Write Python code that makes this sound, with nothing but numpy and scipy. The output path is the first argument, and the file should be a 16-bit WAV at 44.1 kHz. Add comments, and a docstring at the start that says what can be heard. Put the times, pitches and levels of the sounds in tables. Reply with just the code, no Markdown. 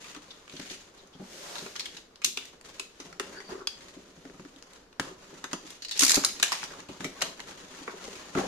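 """A cardboard box is cut open in a small bare room. First hands rub the board: creases crack, knocks
boom in the hollow box, fingers squeak, and it creaks and slides round on the hard floor. From 3.3 s a
utility knife judders into the tape, ticks free and bumps along the seam. At 6 s the last strip rips in
a quick run of snaps, each a burst of tiny fractures. The flaps fold back, cracking, and at 8.4 s the
box tips over."""
import sys
import numpy as np
from scipy import signal
from scipy.fft import rfft, irfft
from scipy.io import wavfile
from scipy.ndimage import uniform_filter1d

SR = 44100
rng = np.random.default_rng(int(sys.argv[2]) if len(sys.argv) > 2 else 0)


def bounce(signal):
    """Save signal as a 16-bit WAV file at the path given by the first command-line argument."""
    frames = np.transpose(np.atleast_2d(signal))
    limited = np.clip(frames, -1, 1)
    pcm = np.round(limited * 32767).astype(np.int16)
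    wavfile.write(sys.argv[1], SR, pcm)


N = 373527
TIME = np.arange(N) / SR


def amp(db):
    """Decibels to gain."""
    return 10 ** (np.asarray(db) / 20)


def unit_rms(x):
    """Scales each row to rms 1."""
    return x / np.sqrt(np.mean(x ** 2, -1, keepdims=True) + 1e-20)


def unit_hit(x):
    """Scales each row to the energy of 10 ms at rms 1."""
    return x / np.sqrt(np.sum(x ** 2, -1, keepdims=True) * 100 / SR + 1e-20)


def curve_at(points, hz):
    """Reads a curve on a log-frequency axis."""
    f, value = np.transpose(points)
    return np.interp(np.log(hz + 1), np.log(f + 1), value)


def eq(x, points):
    """Shapes the spectrum of x with an EQ curve."""
    hz = np.fft.rfftfreq(x.shape[-1], 1 / SR)
    return irfft(rfft(x) * amp(curve_at(points, hz)), x.shape[-1])


def band(x, lo_hz, hi_hz, order=3):
    """Causal band-pass."""
    return signal.sosfilt(signal.butter(order, [lo_hz, hi_hz], "band", fs=SR, output="sos"), x)


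def resonate(x, hz, width_hz):
    """One resonance of gain 1."""
    return signal.lfilter(*signal.iirpeak(hz, hz / width_hz, SR), x)


def add(mix, s, sound):
    """Mixes a sound in at time s."""
    part = mix[:, max(round(s * SR), 0):][:, :sound.shape[-1]]
    part += sound[..., :part.shape[1]]


def track(events):
    """Lays (time, sound) pairs on one mid/side track."""
    out = np.zeros((2, N))
    for s, sound in events:
        add(out, s, sound)
    return out


def fader(times, db):
    """Gain riding through level points, silent outside them."""
    return amp(np.interp(TIME, times, db, left=-np.inf, right=-np.inf))


def wander(per_s):
    """Smooth random motion of rms 1."""
    hz = np.fft.rfftfreq(N, 1 / SR)
    return unit_rms(irfft(rfft(rng.standard_normal(N)) / (1 + (hz / per_s) ** 4), N))


def grit(size, spread_db):
    """Mid and side streams of tiny fractures of uneven size, 12 samples each."""
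    sizes = amp(spread_db * np.clip(rng.standard_normal(size // 12 + 1), -2.5, 2.5))
    return rng.standard_normal((2, size)) * np.repeat(sizes, 12)[:size]


# EQ of the quiet room: (frequency [Hz], gain [dB])
ROOM_TONE_EQ = [(20, 1), (50, 2.5), (100, -5.5), (200, -0.5), (450, 3), (750, -4), (1400, -6.5),
                (2600, -14.5), (5000, -14), (6600, -17.5), (8200, -25), (14000, -32)]
def room_tone(db=-59):
    """A steady bed of dark noise."""
    return amp(db) * unit_rms(eq(rng.standard_normal((2, N)), ROOM_TONE_EQ))


# modes of the box: (frequency [Hz], width [Hz], gain [dB])
BOX_MODES = [(51, 85, -9), (126, 12, -9.5), (151.5, 27, -5), (193, 17.8, 1.5), (266.6, 35.4, -0.5),
             (323, 37, -1.5), (377.6, 42, 1.5), (521.5, 176, 2.5), (590, 268, 2), (860, 94, -7.5)]
def box_body(x):
    """The panels and the air inside ring."""
    return sum((-1) ** k * amp(db) * resonate(x, hz, width)
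               for k, (hz, width, db) in enumerate(BOX_MODES))


# hand, blade or floor strokes the board:
# (start [s], length [s], hiss [dB], swell over the stroke [dB], scrape re hiss [dB], rumble re hiss [dB])
RUB_STROKES = [(0, 0.1, -46.5, 2, -3, -10.5), (0.206, 0.39, -57.5, -5, 0.5, -5.5),
               (0.51, 0.21, -46.5, 9.5, -10, -11), (0.77, 0.12, -59.5, 0, 0, -6),
               (0.937, 0.14, -59.5, -9, 0.5, -3), (1.1, 0.13, -62, 11, 3.5, -12),
               (1.422, 0.17, -58, -3, 11.5, -7), (1.731, 0.21, -48, -1, -9.5, -8),
               (2.298, 0.14, -55.5, 12, -10, -14), (2.524, 0.054, -64, -24, 3.5, 4),
               (2.635, 0.2, -53, -5, -4, -7), (2.84, 0.21, -61.5, 21, -4, -9), (3.024, 0.1, -61.5, 6, 3, 5),
               (3.217, 0.28, -52, -4.5, 1, -2), (3.485, 0.16, -54, -15.5, 6.5, 1.5),
               (3.708, 0.18, -54.5, 6.5, -1.5, -3), (3.926, 0.58, -58, -0.5, -2, -1.5),
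               (4.476, 0.29, -59.5, 6.5, 0.5, -2), (5.016, 0.081, -49, -4.5, 4, 0),
               (5.177, 0.47, -54.5, -2, 0, -3.5), (5.645, 0.1, -47, -8.5, -4.5, -15),
               (5.944, 0.052, -40, 4, -6, -13), (5.995, 0.18, -37, -12, -10, -12),
               (6.13, 0.023, -34, -7.5, 4.5, -8), (6.21, 0.21, -46, -4, -7, -8),
               (6.453, 0.11, -37, 3, -6.5, -20), (6.595, 0.2, -50.5, 4, 2.5, -2),
               (6.887, 0.12, -53, -6, 0, -5), (6.994, 0.04, -44, 1.5, -5, 1),
               (7.089, 0.18, -49, 10.5, 2, -3), (7.31, 0.18, -54.5, 13, -4, -2),
               (7.465, 0.046, -50.5, -2, 3.5, -2), (7.564, 0.081, -49, 0, -1, -2),
               (7.673, 0.16, -47.5, 1, -0.5, -7.5), (7.867, 0.15, -49.5, 0, 2.5, -5.5),
               (8.019, 0.15, -45.5, 1, -2.5, -4), (8.165, 0.18, -50, 2, 1.5, -4),
               (8.315, 0.024, -47.5, 9, 3, -5), (8.357, 0.32, -45.5, -16, 3, 1)]
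def stroke_envelopes(attack_s=0.012, release_s=0.056):
    """Gains of hiss, scrape and rumble: each stroke bites, swells or fades, and lifts off."""
    power = np.zeros((3, N))
    for s, length, db, swell_db, scrape_db, rumble_db in RUB_STROKES:
        t = np.arange(0, length + 10 * release_s, 1 / SR)
        shape = np.minimum(t / attack_s, 1) * np.exp(-np.maximum(t - length, 0) / release_s)
        travel = np.minimum(t / length, 1) - .5
        hiss = shape * amp(db + swell_db * travel)
        add(power, s, (hiss * amp([[0], [scrape_db], [rumble_db]])) ** 2)
    return np.sqrt(power)


def fibre_chirps(lo_hz, hi_hz, count, ring_s=0.0048, spread_db=3):
    """Tiny stick-slip squeaks, each at its own pitch."""
    t = TIME[:1024]
    when, pitch, size, side = rng.random((4, count, 1))
    hz = lo_hz * (hi_hz / lo_hz) ** pitch
    gain = amp(-spread_db * np.log(size + 0.042))
    chirps = gain * t * np.exp(-t / ring_s) * np.sin(2 * np.pi * hz * t)
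    place = (when * (N - len(t))).astype(int) + np.arange(len(t)) + N * (side < .5)
    return unit_rms(np.bincount(place.ravel(), chirps.ravel(), 2 * N).reshape(2, N))


# EQ of rubbed board: (frequency [Hz], gain [dB])
RUB_EQ = [(500, 10.5), (1200, 8.5), (2200, -0.5), (3000, -2.5), (4000, -3.5), (5400, -5), (6700, -1.5),
          (8000, -12), (11000, -17), (14500, -28.5)]
def rubbing(hiss, scrape, rumble, grip_db=2, grip_per_s=35):
    """Fibres catch and let go, some with a squeak; the uneven grip shakes all bands together."""
    fibres = eq(grit(N, spread_db=4), RUB_EQ)
    grip = unit_rms(amp(grip_db * wander(grip_per_s)))
    panels = unit_rms(box_body(fibres) * amp(wander(grip_per_s)))
    board = unit_rms(band(fibres, 617, 2030)) + 0.54 * fibre_chirps(758, 1980, count=2400)
    paper = unit_rms(band(fibres, 1900, 17500)) + 0.26 * fibre_chirps(2756, 4760, count=3000)
    return grip * (amp(-1) * rumble * panels + amp(-4) * scrape * board + amp(-2) * hiss * paper)


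# EQ of breaking board: (frequency [Hz], gain [dB])
FRACTURE_EQ = [(500, -9), (1200, 4), (2200, -0.5), (3000, -2), (4200, -2), (6700, -2.5), (8200, -10),
               (12000, -18.5), (14500, -30)]
# a snap's body, bite and top bands: (low edge [Hz], high edge [Hz])
SNAP_BANDS = [(600, 2200), (2200, 7200), (7200, 15000)]
def snap(db, body_db, top_db, hz, rise_s, decay_s, spread_db=1, ring_db=2, ring_width=0.092,
         edge_echo=0.23, colour=FRACTURE_EQ):
    """An avalanche of fractures rings a patch of board; db sets the bite, body and top are re bite."""
    t = TIME[:3072]
    past_peak = np.maximum(t - rise_s, 0)
    envelope = np.minimum(t / max(rise_s, 1e-4), 1) ** 2 * np.exp(-past_peak / decay_s)
    envelope *= 1 + 0.25 * np.exp(-past_peak / 0.001)  # the first break is the hardest
    crack = eq(grit(len(t), spread_db), colour) * envelope
    # the panel's edges throw the crack back at uneven delays, which hollows its colour
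    delays = (SR * rng.uniform(.0002, .0012, 3)).astype(int)
    crack += edge_echo * sum((-1) ** k * np.roll(crack, d, 1) for k, d in enumerate(delays))
    crack += amp(ring_db) * resonate(crack, hz, max(ring_width * hz, 850))
    return sum(amp(db + offset) * unit_hit(band(crack, *edges))
               for offset, edges in zip((body_db, 0, top_db), SNAP_BANDS))


def crinkles(hiss, count=40, low_hz=1500, high_hz=6000):
    """Faint stray snaps come at random, riding the level of the rubbing."""
    out = np.zeros((2, N))
    for when, size, pitch in rng.random((count, 3)):
        hz = low_hz * (high_hz / low_hz) ** pitch
        crinkle = snap(db=-3 + 4 * size, body_db=-4, top_db=-9, hz=hz, rise_s=0.00066, decay_s=0.013)
        add(out, when * N / SR, hiss[int(when * N)] * crinkle)
    return out


# creases and cut edges crack: (time [s], bite [dB], body re bite [dB], ring [Hz], rise [s], decay [s])
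CRACK_CUES = [(.147, -45, -1, 2400, 0.00098, 0.005), (.162, -47, 0, 3660, 0.00087, 0.012),
              (.593, -41.5, -3, 4090, 0.0055, .004), (.712, -44, -8, 2600, 0.0024, 0.011),
              (1.661, -45.5, 2.5, 1500, 0.0016, 0.0065), (2.2451, -30, -13.5, 2750, 0.001, 0.007),
              (2.794, -32, -10.5, 2920, 0.0037, 0.0039), (3, -41.5, -6, 5700, 0.00081, 0.01),
              (3.126, -49.5, 1, 1570, 0.0011, 0.0047), (3.196, -32, 0.5, 1500, 0.0016, 0.0038),
              (3.402, -48, 4, 1580, 0.0011, 0.0044), (4.6245, -48.5, -8, 5760, 0.0004, 0.0024),
              (4.9971, -31, 1, 1330, 0.00027, 0.003), (5.001, -39, -4, 1700, 0.00043, 0.002),
              (5.439, -37, 2, 1730, 0.003, 0.0048), (5.512, -45.5, 0, 4200, 0.0014, 0.014),
              (5.5305, -32, -1, 6450, 0.00059, 0.0057), (6.0265, -30.5, 4.5, 7450, 0.0012, 0.0062),
              (6.1719, -44.5, 8.5, 950, 0.00074, 0.0052), (6.236, -33, 1, 6590, 0.00063, 0.0075),
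              (6.398, -34.5, -6, 4480, 0.00098, 0.0045), (6.4265, -19.5, -7, 3200, 0.0009, 0.0064),
              (6.4292, -21.5, -10, 7200, 0.00066, 0.0015), (6.4375, -28, -15, 2200, 0.00039, 0.0018),
              (6.5196, -29.5, 1, 1100, 0.0003, 0.0019), (6.5249, -28, -3.5, 4700, 0.00045, 0.0091),
              (6.63, -42.5, 6.5, 1270, 0.00052, 0.0021), (6.638, -35, -13, 4800, 0.00044, 0.009),
              (6.735, -53, 6, 1400, 0.001, 0.005), (6.802, -47, -9, 1580, 0.0014, 0.0043),
              (6.884, -45, -4, 2870, 0.0035, 0.027), (7.006, -44, 3.5, 1040, 0.00033, 0.006),
              (7.042, -33, -2, 2100, 0.0025, 0.0096), (7.205, -39.5, -4, 5000, 0.0037, 0.01),
              (7.2161, -33.5, 1.5, 2280, 0.00068, 0.0042), (7.2197, -25, -8, 4600, 0.0014, 0.0036),
              (7.2254, -32.5, -6, 2750, 0.0005, 0.0022), (7.394, -50.5, 7, 1900, 0.0009, 0.0032),
              (7.4014, -40.5, -3, 3300, 0.00066, 0.0036), (7.8777, -52.5, 18.5, 1090, 0.00059, 0.0066),
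              (7.895, -58, 14, 1200, 0.00089, 0.005), (8.349, -43, 11.5, 2600, 0.0016, 0.0077),
              (8.372, -44, 12.5, 1420, 0.0039, 0.016)]
def cracks(top_db=-8, ref_db=-32, brightening=0.2):
    """Stiff board breaks, full and woody; the harder the crack, the brighter its top."""
    return track((s, snap(db, body_db, top_db + brightening * (db - ref_db), hz, rise, decay,
                          edge_echo=0.33))
                 for s, db, body_db, hz, rise, decay in CRACK_CUES)


def knock(db, hz, rattle_s=0.0076, panel_s=0.0093, band_ratio=1.29):
    """The struck panel thuds at its own pitch; a soft push and a short rattle drive the whole box."""
    t = TIME[:6144]
    phase = 2 * np.pi * hz * t
    rise_s = 0.0015 * 2 ** ((-23.5 - db) / 26)  # 26 dB harder halves the attack
    onset = np.minimum(t / rise_s, 1)
    push = (1 - phase) * np.exp(-phase)
    rattle = rng.standard_normal((2, len(t))) * onset * np.exp(-t / rattle_s)
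    blow = unit_hit(box_body(push)) + unit_hit(box_body(rattle))
    boom = unit_hit(band(blow, hz / band_ratio, hz * band_ratio, order=1) + 0.29 * blow)
    thud = unit_hit(onset * np.exp(-t / panel_s) * np.array([np.sin(phase), np.cos(phase)]))
    return amp(db) * unit_hit(boom + 0.68 * thud)


# hits on the box: (time [s], level [dB], panel pitch [Hz])
KNOCK_CUES = [(0.164, -43.5, 297), (0.536, -42.5, 233), (.595, -39.5, 241), (0.707, -45, 323),
              (1.151, -47, 207), (1.198, -39, 188), (1.214, -41, 234), (1.623, -41, 226),
              (1.66, -41.5, 444), (2.245, -49, 222), (2.272, -48.5, 249), (2.372, -45, 392),
              (2.796, -47, 391), (2.999, -44, 377), (3.199, -33.5, 405), (3.966, -43, 260),
              (4.176, -49.5, 205), (4.559, -52, 278), (4.997, -31, 250), (5.111, -43.5, 375),
              (5.328, -45.5, 340), (5.441, -45, 343), (5.531, -32, 260), (5.647, -47, 308),
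              (6.023, -28.5, 280), (6.1711, -25.5, 275), (6.1717, -30, 607), (6.248, -46, 800),
              (6.427, -39.5, 550), (6.52, -44, 643), (6.891, -37, 240), (7.003, -39, 228),
              (7.047, -40, 174), (7.049, -33, 331), (7.221, -33.5, 656), (7.81, -45, 286),
              (7.878, -36.5, 463), (7.937, -41.5, 413), (8.08, -41, 370), (8.354, -26, 224),
              (8.373, -24, 362), (8.388, -32.5, 280), (8.389, -31, 795), (8.412, -32.5, 795),
              (8.435, -31.5, 497), (8.452, -38, 550)]
def knocks():
    """Hands, flaps and floor strike the hollow box."""
    return track((s, knock(db, hz)) for s, db, hz in KNOCK_CUES)


def stick_slip(length, db, hz, width_hz, sag_hz_per_s=4100):
    """Fine catches drive one resonance that sinks in pitch."""
    t = np.arange(0, length, 1 / SR)
    grains = grit(len(t), spread_db=3) + 1j * grit(len(t), spread_db=3)
    catches = band(grains, 5, width_hz, order=2)
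    cycles = np.cumsum(hz - sag_hz_per_s * t) / SR
    tone = (catches * np.exp(2j * np.pi * cycles)).real
    return amp(db) * unit_rms(tone * np.sqrt(np.sin(np.pi * t / length)))


# fingers on the tape: (start [s], length [s], level [dB], starting pitch [Hz])
SQUEAK_CUES = [(0.304, 0.017, -47.5, 3720), (0.333, 0.046, -66, 3750), (0.562, 0.016, -49, 3250),
               (0.975, 0.04, -61, 3930), (1.126, 0.035, -60, 3400)]
def finger_squeaks(scratch_db=-2, scratch_hz=4400):
    """Skin sticks and slips on smooth tape: a thin tone over a softer scratch."""
    return track((s, stick_slip(length, db, hz, width_hz=300)
                  + stick_slip(length, db + scratch_db, scratch_hz, width_hz=1500))
                 for s, length, db, hz in SQUEAK_CUES)


# taped board under strain: (time [s], bite [dB], body re bite [dB], decay [s], ring [Hz])
CREAK_CUES = [(0.477, -54, 2, .002, 3000), (.495, -46.5, -11, 0.0079, 3100), (.523, -51, -8, .002, 3800),
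              (.536, -53, -10, .002, 6100), (.565, -45.5, -8, .005, 3820), (0.698, -41, -12, .0054, 3820),
              (1.553, -37.5, -5, 0.012, 3850), (1.58, -37, -25, 0.016, 3850),
              (1.754, -45.5, 3.5, 0.0093, 1860), (1.760, -36, -18, .0045, 3730),
              (1.7942, -31, -20, 0.007, 4240), (1.804, -37.5, -11.5, 0.0031, 4570),
              (1.855, -34.5, -10.5, .0069, 3450), (1.966, -41, -8.5, 0.011, 3760),
              (2.156, -51.5, -10, .0032, 3870), (2.2163, -42.5, -5, 0.01, 2400),
              (2.236, -42, -9, 0.01, 2900), (2.3713, -29, -10.5, 0.0048, 3220),
              (2.386, -44, -12, .004, 3550), (4.56, -54, -12, .0037, 3720), (4.759, -56.5, -2, .005, 3850),
              (4.926, -58.5, 0, .0039, 3700), (5.82, -37, -15, 0.015, 4600), (5.847, -35, -16, .007, 4100),
              (5.8827, -40, -20, .004, 4400), (5.891, -38.5, -18, 0.0032, 4700),
              (5.91, -28.5, -19, 0.02, 4000), (5.965, -39, -20, .004, 4200), (5.972, -35, -27, 0.011, 4700)]
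def creaks(top_db=-12, rise_s=0.002):
    """Strained board gives a little, in short rasps that each squeak at their own pitch."""
    return track((s, snap(db, body_db, top_db, hz, rise_s, decay, ring_db=10, ring_width=0.18))
                 for s, db, body_db, decay, hz in CREAK_CUES)


# EQ of snapping tape: (frequency [Hz], gain [dB])
TAPE_EQ = [(500, -8.5), (1200, -2), (2200, 5.5), (3000, -0.5), (4200, 7), (6700, 1.5), (8200, -7.5),
           (12000, -10.5), (14500, -17.5)]
# tape lets go, singly and then in a run: (time [s], bite [dB], body re bite [dB], decay [s], ring [Hz])
TAPE_CUES = [(1.072, -61, -16, .004, 6000), (2.2446, -22, -20, 0.0033, 6100),
             (2.2484, -26, -20, 0.0013, 4400), (2.26, -33, -16, .005, 3900), (2.453, -49, -6, .003, 3800),
             (2.611, -54.5, -1, 0.0017, 6400), (2.659, -57, 1, .005, 6300),
             (4.733, -55.5, -7, 0.0027, 6440), (5.704, -46, -18, .0035, 6400),
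             (5.823, -56, -16, .0054, 5200), (5.9102, -44, -5, 0.0033, 4800), (5.975, -37, -20, .005, 5200),
             (5.984, -48, -16, .0045, 6500), (5.9923, -19.5, -29, 0.007, 6800),
             (6.0067, -21.5, -14, 0.0055, 7100), (6.019, -20, -17, 0.011, 6760),
             (6.0335, -19.5, -11, 0.0045, 7000), (6.0486, -21, -22, .0035, 6600),
             (6.064, -25, -15, 0.0047, 5700), (6.079, -22.5, -13, 0.0099, 5200),
             (6.0942, -19.5, -14.5, 0.0043, 5600), (6.1052, -21.5, -9.5, .0055, 6900),
             (6.1165, -20.5, -14, 0.0043, 6600), (6.1431, -20.5, -13, .006, 4670),
             (6.155, -22.5, -16, 0.0027, 6600), (6.1599, -26, -22, 0.0019, 4200),
             (6.247, -18.5, -14, 0.0038, 5000)]
def tape_snaps(top_db=-1.5, rise_s=0.001):
    """Taut tape snaps: sudden, thin and very bright."""
    return track((s, snap(db, body_db, top_db, hz, rise_s, decay,
                          spread_db=0.5, ring_db=5.5, ring_width=0.64, colour=TAPE_EQ))
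                 for s, db, body_db, decay, hz in TAPE_CUES)


# EQ of sliding board: (frequency [Hz], gain [dB])
SLIDE_EQ = [(59, -76), (100, -46), (134, -15), (186, -6), (238, -14), (376, -2), (471, -8), (556, -1),
            (859, -13.5), (1100, -10), (1960, -10.5), (6650, -9), (7530, -14), (14000, -26)]
# the box turns on the floor: (time [s], level [dB])
SLIDE_LEVELS = [(1.21, -60), (1.33, -47.5), (1.46, -45), (1.56, -43.5), (1.66, -46.5), (1.73, -50.5),
                (1.8, -78)]
def floor_slide():
    """Board on polished floor: an even hiss that swells and fades with the speed of the turn."""
    return unit_rms(eq(grit(N, spread_db=2), SLIDE_EQ)) * fader(*np.transpose(SLIDE_LEVELS))


# the blade's first drag along the seam: (time [s], hum [dB], squeak [dB])
JUDDER_LEVELS = [(3.33, -71, -69), (3.39, -45, -48), (3.425, -63, -66), (3.47, -58, -54), (3.5, -59, -56),
                 (3.52, -36.5, -47), (3.57, -46, -80), (3.595, -54, -74), (3.62, -39.5, -70),
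                 (3.65, -83, -80)]
def blade_judder(hum_hz=385, hum_width_hz=55, squeak_hz=4650, squeak_width_hz=350,
                 slips_per_s=42, depth_db=5):
    """The dragged blade catches on the flutes, keeps one panel humming and squeaks thinly."""
    times, hum_db, squeak_db = np.transpose(JUDDER_LEVELS)
    drag = rng.standard_normal((2, N))
    hum = resonate(resonate(drag, hum_hz, hum_width_hz), hum_hz, hum_width_hz)
    hum /= np.sqrt(abs(uniform_filter1d(hum ** 2, size=1500)) + 1e-12)  # holds the hum steady
    squeak = unit_rms(resonate(resonate(drag, squeak_hz, squeak_width_hz), squeak_hz, squeak_width_hz))
    catches = unit_rms(amp(depth_db * np.sin(2 * np.pi * slips_per_s * TIME + wander(9.9))))
    return catches * (hum * fader(times, hum_db) + squeak * fader(times, squeak_db))


# cuts through the tape: (start [s], length [s], level [dB], starting pitch [Hz])
RASP_CUES = [(3.344, 0.06, -49, 1725), (3.494, 0.028, -54, 1452), (3.533, 0.044, -61, 1220),
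             (3.604, 0.021, -47, 1314)]
def blade_rasps():
    """The blade saws into the tape, its pitch falling as the cut lengthens."""
    return track((s, stick_slip(length, db, hz, width_hz=170)) for s, length, db, hz in RASP_CUES)


# modes of the knife: (frequency [Hz], t60 [s], level [dB])
KNIFE_MODES = [(1250, 0.014, -11.5), (2650, .007, -15.5), (3340, 0.011, -7), (4030, .006, -10),
               (4660, .007, -3.5), (4840, 0.011, 2), (6200, 0.018, -9), (7800, 0.011, -27),
               (10840, .012, -21)]
# the knife slips free: (time [s], level [dB])
TICK_CUES = [(3.6718, -29.5), (3.673, -27), (3.6768, -35.5)]
def knife_ticks():
    """Each tick rings blade and handle."""
    t = TIME[:6144]
    quarter_turn = np.array([[0], [np.pi / 2]])  # between mid and side
    def mode(hz, t60):
        phase = 2 * np.pi * (hz * t + rng.random()) + quarter_turn
        return unit_hit(amp(-60 * t / t60) * np.sin(phase))
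    def tick():
        return unit_hit(sum(amp(db) * mode(hz, t60) for hz, t60, db in KNIFE_MODES))
    return track((s, amp(db) * band(tick(), 800, 13000, order=2)) for s, db in TICK_CUES)


# the blade crosses the flutes in mid-seam: (time [s], level [dB], panel pitch [Hz])
FLUTE_CUES = [(4.251, -42.5, 277), (4.297, -45.5, 255), (4.343, -51, 200), (4.395, -42, 215),
              (4.449, -43.5, 285)]
def flute_bumps():
    """At each ridge of the corrugation the blade rasps briefly and gives the box a soft knock."""
    bumps = track((s, knock(db, hz)) for s, db, hz in FLUTE_CUES)
    rasps = track((s, snap(db - 15, body_db=6, top_db=-14, hz=1100, rise_s=0.0013, decay_s=0.0044))
                  for s, db, _ in FLUTE_CUES)
    return bumps + rasps


# pushes of air: (time [s], centre to peak [s], level [dB])
PUFF_CUES = [(4.9976, 0.00015, -15), (5.0083, 0.00067, -27.5), (6.173, 0.0052, -43)]
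def air_puffs():
    """A panel springs free and pushes out one swing of pressure."""
    def swing(s, to_peak_s, db):
        u = np.clip((TIME - s) / to_peak_s, -9, 9)
        return -amp(db) * u * np.exp((1 - u ** 2) / 2)
    return sum(swing(*cue) for cue in PUFF_CUES) * np.array([[1], [0]])  # mid only


def rip_crackle(start_s=5.993, length_s=0.18, count=9, db=-36, scatter_db=3, low_hz=3000, high_hz=9000):
    """Between the last strip's big snaps, threads of glue and paper part at uneven moments."""
    return track((start_s + length_s * when,
                  snap(db + scatter_db * (2 * size - 1), body_db=-13, top_db=-1,
                       hz=low_hz * (high_hz / low_hz) ** pitch, rise_s=0, decay_s=0.0014, colour=TAPE_EQ))
                 for when, size, pitch in rng.random((count, 3)))


# decay of the room: (frequency [Hz], t60 [s])
ROOM_DECAY = [(150, 0.48), (530, 0.44), (1400, 0.24), (3700, 0.4), (9700, 0.31), (15000, 0.34)]
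def room_response(tail_db=-7, early_db=-13, build_s=0.0033):
    """A few early echoes from floor and doors, then a dense tail that lasts longest in the bass."""
    size = SR * 3 // 5
    taps = rng.choice([-1., 1.], (2, size)) * (rng.random((2, size)) < 5000 / SR)
    hz, t, spectrum = signal.stft(taps, SR, nperseg=256)
    decay = amp(-60 * t / curve_at(ROOM_DECAY, hz)[:, None])
    tail = signal.istft(spectrum * decay, SR, nperseg=256)[1][:, :size]
    tail *= 1 - np.exp(-(TIME[:size] / build_s) ** 2)
    echoes = np.zeros((2, size))
    delays = (SR * rng.uniform(.004, .02, (2, 6))).astype(int)
    np.put_along_axis(echoes, delays, rng.choice([-1., 1.], (2, 6)), 1)
    return (amp(tail_db) * unit_rms(tail) + amp(early_db) * unit_rms(echoes)) / np.sqrt(size)


def room(x, shift_per_s=1.7):
    """Direct sound plus three reverbs; the echo pattern shifts as other spots of the box sound."""
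    angle = 2 * np.pi * shift_per_s * TIME
    sends = (x * np.cos(angle), x * np.sin(angle), x[::-1])  # the last swaps mid and side
    reverb = sum(signal.oaconvolve(send, room_response(), axes=1)[:, :N] for send in sends)
    return x + reverb / np.sqrt(2)


# stereo width: (frequency [Hz], side minus mid [dB])
STEREO_WIDTH = [(60, -10), (200, -19), (380, -12), (690, -0.5), (1300, -2.5), (2400, -0.5), (4300, 0.5),
                (15000, -0.5)]
# the two channels' colour: (frequency [Hz], left minus right [dB])
STEREO_TILT = [(150, -2.4), (1200, -1.8), (4200, -0.3), (7500, -1.5), (13000, -3.5)]
# pan by the place where the box is worked: (time [s], left minus right [dB])
PAN = [(0, 2.5), (2, 2), (3.7, 3), (4.3, 2), (6.8, 1.7), (7.2, 2.5), (8.4, 3)]
def stereo(x):
    """Mid and side become left and right: nearly mono bass, wide treble."""
    hz = np.fft.rfftfreq(N, 1 / SR)
    width = amp(curve_at(STEREO_WIDTH, hz))
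    mid, side = rfft(x) * np.array([np.ones_like(width), width]) / np.sqrt(1 + width ** 2)
    split = np.array([[.5], [-.5]])
    pair = irfft(np.array([mid + side, mid - side]) * amp(split * curve_at(STEREO_TILT, hz)), N)
    return pair * amp(split * np.interp(TIME, *np.transpose(PAN)))


def scene(boom_send=0.68, knife_send=0.78):
    """The mix: the low boom and the knife sit closer than the crackle that fills the room."""
    bed = room_tone()
    hiss, scrape, rumble = stroke_envelopes()
    boom = knocks() + flute_bumps() + blade_judder()
    ticks = knife_ticks()
    crackle = tape_snaps() + rip_crackle() + blade_rasps() + finger_squeaks() + floor_slide()
    crackle += cracks() + creaks() + crinkles(hiss) + rubbing(hiss, scrape, rumble)
    close = (1 - boom_send) * boom + (1 - knife_send) * ticks + air_puffs()
    return stereo(room(crackle + boom_send * boom + knife_send * ticks) + close + bed)


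def record(dry, cutoff_hz=14600):
    """A steep high cut on the master."""
    lowpass = signal.firwin(255, cutoff_hz, window=("kaiser", 8), fs=SR)
    return signal.oaconvolve(dry, lowpass[None], "same")


dry = scene()
out = record(dry)
bounce(out)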